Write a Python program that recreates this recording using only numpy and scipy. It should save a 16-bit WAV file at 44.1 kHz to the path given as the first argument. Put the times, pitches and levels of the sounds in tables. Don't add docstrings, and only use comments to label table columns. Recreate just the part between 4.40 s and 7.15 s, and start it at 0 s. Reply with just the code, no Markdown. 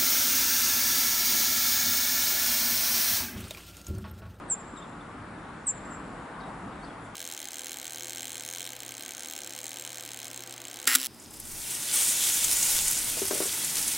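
import sys
import numpy as np
from scipy import signal
from scipy.io import wavfile
from scipy.ndimage import uniform_filter1d

SR = 44100
rng = np.random.default_rng(int(sys.argv[2]) if len(sys.argv) > 2 else 0)


def pcm_store(signal):
    levels = np.round(np.clip(np.atleast_2d(signal), -1, 1) * 32767)
    wavfile.write(sys.argv[1], SR, levels.astype(np.int16).T)


def boost(x):
    u = np.asarray(x, float) / 20
    return 10 ** u


N = 121275

# time in seconds, level in dB.
PASSING = [(0.0, -45), (0.03, -46), (1.2, -45.5), (1.57, -44), (1.73, -44.5), (1.78, -43.5), (2.53, -44.5),
           (2.75, -46.5)]


def evened(x):
    return x / np.sqrt(np.mean(x ** 2) + 1e-20)


def read(points, hz):
    f, value = np.transpose(points)
    return np.interp(np.log(hz + 1), np.log(f + 1), value)


def wash(colour, swell, share, patchy_db, size):
    # frequency in Hz, left-right correlation from 0 to 1.
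    likeness = [(60, 0.99), (130, 1), (270, 0.97), (560, 0.7), (1190, 0.84), (2510, 0.53), (5300, 0.57),
                (11200, 0.63)]
    # frequency in Hz, left minus right in dB.
    balance = [(60, 0.5), (170, -0.5), (490, 1.0), (1380, 2.5), (3930, 1.0), (11200, -1.5)]
    frames, hz = 4 * N // size + 5, np.fft.rfftfreq(size, 1 / SR)
    a, b, c, d, patches = rng.standard_normal((frames, len(hz), 5)).T
    patches = uniform_filter1d(patches, size=10, axis=0)
    patches = evened(uniform_filter1d(patches, size=16384 // size, axis=1))
    same = np.clip(read(likeness, hz), 0, 1)[:, None]
    lean = boost(read(balance, hz) / 2)[:, None]
    left = a + 1j * b
    right = same * left + np.sqrt(1 - same ** 2) * (c + 1j * d)
    spectra = np.array([left * lean, right / lean])
    octaves_out = abs(np.log2((hz + 1) / np.clip(hz + 1, colour[0][0], colour[-1][0])))
    spectra *= boost((read(colour, hz) - 20 * octaves_out)[:, None] + patchy_db * patches)
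    s, db = np.transpose(swell)
    near = boost(share * np.interp(np.arange(N) / SR, s, db - db.mean()))
    noise = signal.istft(spectra, nperseg=size, noverlap=3 * size // 4)[1][:, :N]
    return near * evened(noise)


def road():
    # frequency in Hz, level in dB per Hz.
    roar_colour = [(250, -11), (400, -2.5), (560, -2.5), (750, -0.5), (1150, -0.5), (1500, -3.5),
                   (2000, -11), (2700, -19.5)]
    # frequency in Hz, level in dB per Hz.
    rumble_colour = [(36, -20), (43, -2.5), (58, -4), (80, -8.5), (125, -5), (175, -1), (290, -2),
                     (420, -12.5)]
    # time in seconds, level in dB.
    lorries = [(0.0, -43.5), (0.09, -48.5), (1.22, -46.5), (1.28, -50), (1.37, -45.5), (1.85, -45),
               (1.88, -55), (1.92, -48), (2.3, -45), (2.75, -50)]
    roar_db, rumble_db = np.mean(PASSING, axis=0)[1] + 0.91, -47
    roar = boost(roar_db) * wash(roar_colour, PASSING, share=0.98, patchy_db=1.04, size=1024)
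    rumble = boost(rumble_db) * wash(rumble_colour, lorries, share=1.12, patchy_db=1.03, size=4096)
    return roar + rumble


def air():
    # frequency in Hz, level in dB per Hz.
    hiss_colour = [(2000, -20.5), (2800, -23.5), (3600, -24.5), (5000, -31.5), (6400, -34), (7200, -29.5),
                   (9500, -31), (11500, -36)]
    # middle in seconds, width in seconds, treble lift in dB.
    rustles = [
        (1.75, .05, 2),
        (2.1, 0.036, 3),
        (2.2, 0.11, 1.5),
        (2.45, .06, 3),
        (2.65, .04, 5.5),
    ]
    t = np.arange(N) / SR
    hiss = boost(-59) * wash(hiss_colour, PASSING, share=.55, patchy_db=1.6, size=1024)
    treble = signal.sosfilt(signal.butter(2, 5500, "high", fs=SR, output="sos"), hiss)
    lift_db = sum(db * np.exp(-((t - s) / width) ** 2) for s, width, db in rustles)
    return hiss + treble * (boost(lift_db) - 1)


def engines():
    # frequency in Hz, level in dB, bandwidth in Hz.
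    drones = [
        (107, -59, 3.3),
        (168.7, -59.5, 9.8),
        (231.8, -62.5, 15.5),
        (295.6, -62.5, 9.8),
        (602, -68.5, 5.5),
    ]
    t, out = np.arange(N) / SR, np.zeros(N)
    for hz, db, width in drones:
        r = np.exp(-np.pi * width / SR)
        noise = rng.standard_normal(N + SR) + 1j * rng.standard_normal(N + SR)
        wobble = signal.lfilter([1], [1, -2 * r, r * r], noise)[SR:]
        out += boost(db) * evened((wobble * np.exp(2j * np.pi * hz * t)).real)
    return out


def glide(points, start, lift_hz=0):
    s, hz, db = np.transpose(points)
    t = np.arange(N) / SR - start
    pitch = uniform_filter1d(np.interp(t, s, hz) + lift_hz, size=160)
    level = uniform_filter1d(np.interp(t, s, db, -120, -120), size=60)
    return 2 * np.pi * np.cumsum(pitch) / SR, boost(level)


def bunting():
    # start in seconds, strength in dB, onset click in dB.
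    calls = [
        (.1, 0, -47),
        (1.2688, 0, -65),
    ]
    # time from the start in seconds, pitch in Hz, effort in dB.
    lower = [(.002, 8000, -35), (.006, 7770, -29), (.01, 7625, -24.5), (.018, 7330, -25.5),
             (.024, 7250, -27), (.03, 7200, -29.5), (.042, 7208, -28.5), (.049, 7320, -42),
             (.056, 7200, -42)]
    # time from the start in seconds, pitch in Hz, effort in dB.
    uppers = [
        [(-.023, 9400, -70), (-.011, 8550, -52), (-.002, 8270, -44), (.0, 8110, -28.5), (.007, 8000, -28),
         (.014, 7700, -31), (.024, 7555, -23), (.041, 7500, -30.5), (.049, 7250, -43)],
        [(-.023, 9300, -70), (-.013, 8620, -68), (-.008, 8350, -50), (.001, 8225, -24), (.008, 7980, -28),
         (.015, 7745, -29), (.024, 7640, -23), (.04, 7570, -28), (.048, 7500, -46)],
    ]
    coupling_db, coupling_fade_s = -7, .016
    rasp_db, rasp_hz = -22, 380
    t = np.arange(N) / SR
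    out = np.zeros(N)
    r = np.exp(-2 * np.pi * rasp_hz / SR)
    breath = signal.lfilter([1], [1, -2 * r, r * r], rng.standard_normal(N))
    flutter = 1 + boost(rasp_db) * evened(breath)
    click_band = signal.butter(4, [4500, 6600], "band", fs=SR, output="sos")
    click = signal.sosfilt(click_band, rng.standard_normal(N))
    for (start, db, click_db), upper in zip(calls, uppers):
        up_phase, up = glide(upper, start)
        low_phase, low = glide(lower, start)
        fade = np.exp(-np.maximum(t - start, 0) / coupling_fade_s)
        both = np.sqrt(up * low) * boost(coupling_db) * fade
        voices = up * np.sin(up_phase) + low * np.sin(low_phase)
        combination = both * np.sin(2 * up_phase - low_phase)
        out += boost(db) * flutter * (voices + combination)
        out += boost(click_db) * click * np.exp(-((t - start - .002) / 0.0026) ** 2)
    return out


def scatter(x, t60, same):
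    taps = np.zeros((2, SR))
    at = np.arange(60, SR - 20, 20) + rng.integers(0, 20, (2, (SR - 61) // 20))
    np.put_along_axis(taps, at, rng.choice([-1., 1.], at.shape), 1)
    same = np.clip(same, 0, 1)
    shared = taps[0] * np.sqrt(same)
    own = [[1], [-1]] * taps[1] * np.sqrt(1 - same)
    taps = (shared + own) * boost(-60 * np.arange(SR) / SR / t60)
    return signal.fftconvolve(x[None], taps / np.linalg.norm(taps[0]), axes=1)[:, :N]


def yard(x):
    # delay in seconds, level in dB, smear in seconds.
    hedges = [
        (.025, -26, 0.013),
        (.075, -28, 0.021),
        (.17, -36.5, .02),
        (.27, -37, 0.019),
        (.38, -41, .04),
    ]
    # level in dB, decay time t60 in seconds, left-right likeness from 0 to 1.
    tails = [
        (-19.5, 0.22, 0.66),
        (-25.5, 1.56, 0.98),
    ]
    port_lag_s = 1.5e-6
    wall_s, wall_db, wall_hz, wall_width_hz = .2625, -26.5, 7590, 590
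    t = np.arange(SR // 2) / SR
    out = np.array([x, x + port_lag_s * SR * np.gradient(-x)])
    taps = np.zeros((2, len(t)))
    for s, db, smear in hedges:
        shared, own = rng.standard_normal((2, len(t))) * np.exp(-((t - s) / smear) ** 2)
        taps += boost(db) * (shared + [[.3], [-.3]] * own) / np.linalg.norm(shared)
    out += signal.fftconvolve(x[None], taps, axes=1)[:, :N]
    wall = signal.lfilter(*signal.iirpeak(wall_hz, wall_hz / wall_width_hz, SR), x)
    out += boost(wall_db) * np.r_[np.zeros(round(wall_s * SR)), wall][:N]
    return out + sum(boost(db) * scatter(x, t60, same) for db, t60, same in tails)


def far_birds():
    # middle in seconds, length in seconds, first pitch in Hz, last pitch in Hz, level in dB.
    chips = [(0.371, .02, 4150, 3350, -52.5), (.386, .012, 3750, 3680, -58), (.405, .025, 3180, 3250, -59),
             (0.424, .02, 3310, 3790, -53), (0.443, 0.023, 3500, 3220, -62),
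             (0.611, .016, 3525, 3510, -57.5), (2.007, 0.013, 5100, 3900, -56),
             (2.016, .014, 3830, 3790, -53), (2.035, 0.015, 3870, 3830, -54.5),
             (2.074, .01, 3800, 3780, -56), (2.094, .012, 4370, 4370, -61), (2.434, .02, 4350, 4590, -57),
             (2.445, 0.0119, 4500, 5200, -53), (2.45, .013, 5100, 3630, -49),
             (2.478, .012, 4100, 4150, -65), (2.479, .014, 3610, 3430, -56), (2.502, .016, 3310, 3400, -57),
             (2.65, .014, 8400, 8350, -60), (2.654, .02, 7520, 7540, -61), (2.686, .01, 7660, 7630, -64)]
    # time in seconds, pitch in Hz, effort in dB.
    reply = [(1.49, 9200, -72), (1.5, 8250, -59), (1.508, 7750, -52), (1.514, 7600, -48),
             (1.522, 7370, -50), (1.532, 7265, -52), (1.544, 7380, -52), (1.552, 7420, -53),
             (1.558, 7440, -68)]
    rasp_depth, rasp_grain_s = 0.63, .002
    far_db, wet_db, answer_pan_db = -0.5, -5, 7
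    out = np.zeros(N)
    for middle, length, from_hz, to_hz, db in chips:
        u = np.linspace(0, 1, round(length * 1.56 * SR))
        at = round((middle - length * .75) * SR)
        phase = 2 * np.pi * np.cumsum(from_hz + (to_hz - from_hz) * u) / SR
        out[at:at + len(u)] += boost(db) * np.sin(np.pi * u) ** 2 * np.sin(phase)
    grain = uniform_filter1d(rng.standard_normal(N), size=round(rasp_grain_s * SR))
    out = out * (1 + rasp_depth * evened(grain))
    turn, height = glide(reply, 0)
    answer = height * np.sin(turn)
    pan = boost(np.array([[.5], [-.5]]) * answer_pan_db)
    wet = boost(wet_db) * scatter(out + .5 * answer, t60=0.22, same=.8)
    return boost(far_db) * out + answer * pan + wet


def scene():
    return yard(bunting()) + far_birds() + road() + air() + engines()


def low_pass(x):
    return signal.sosfilt(signal.butter(12, 11080, fs=SR, output="sos"), x)


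def record(dry):
    taps = signal.firwin(1023, 11070, window=("kaiser", 9), fs=SR)[None]
    padded = np.pad(dry, ((0, 0), (511, 511)), "reflect")
    cut = signal.oaconvolve(padded, taps, "valid", axes=1)
    return low_pass(cut)


dry = scene()
out = record(dry)
pcm_store(out)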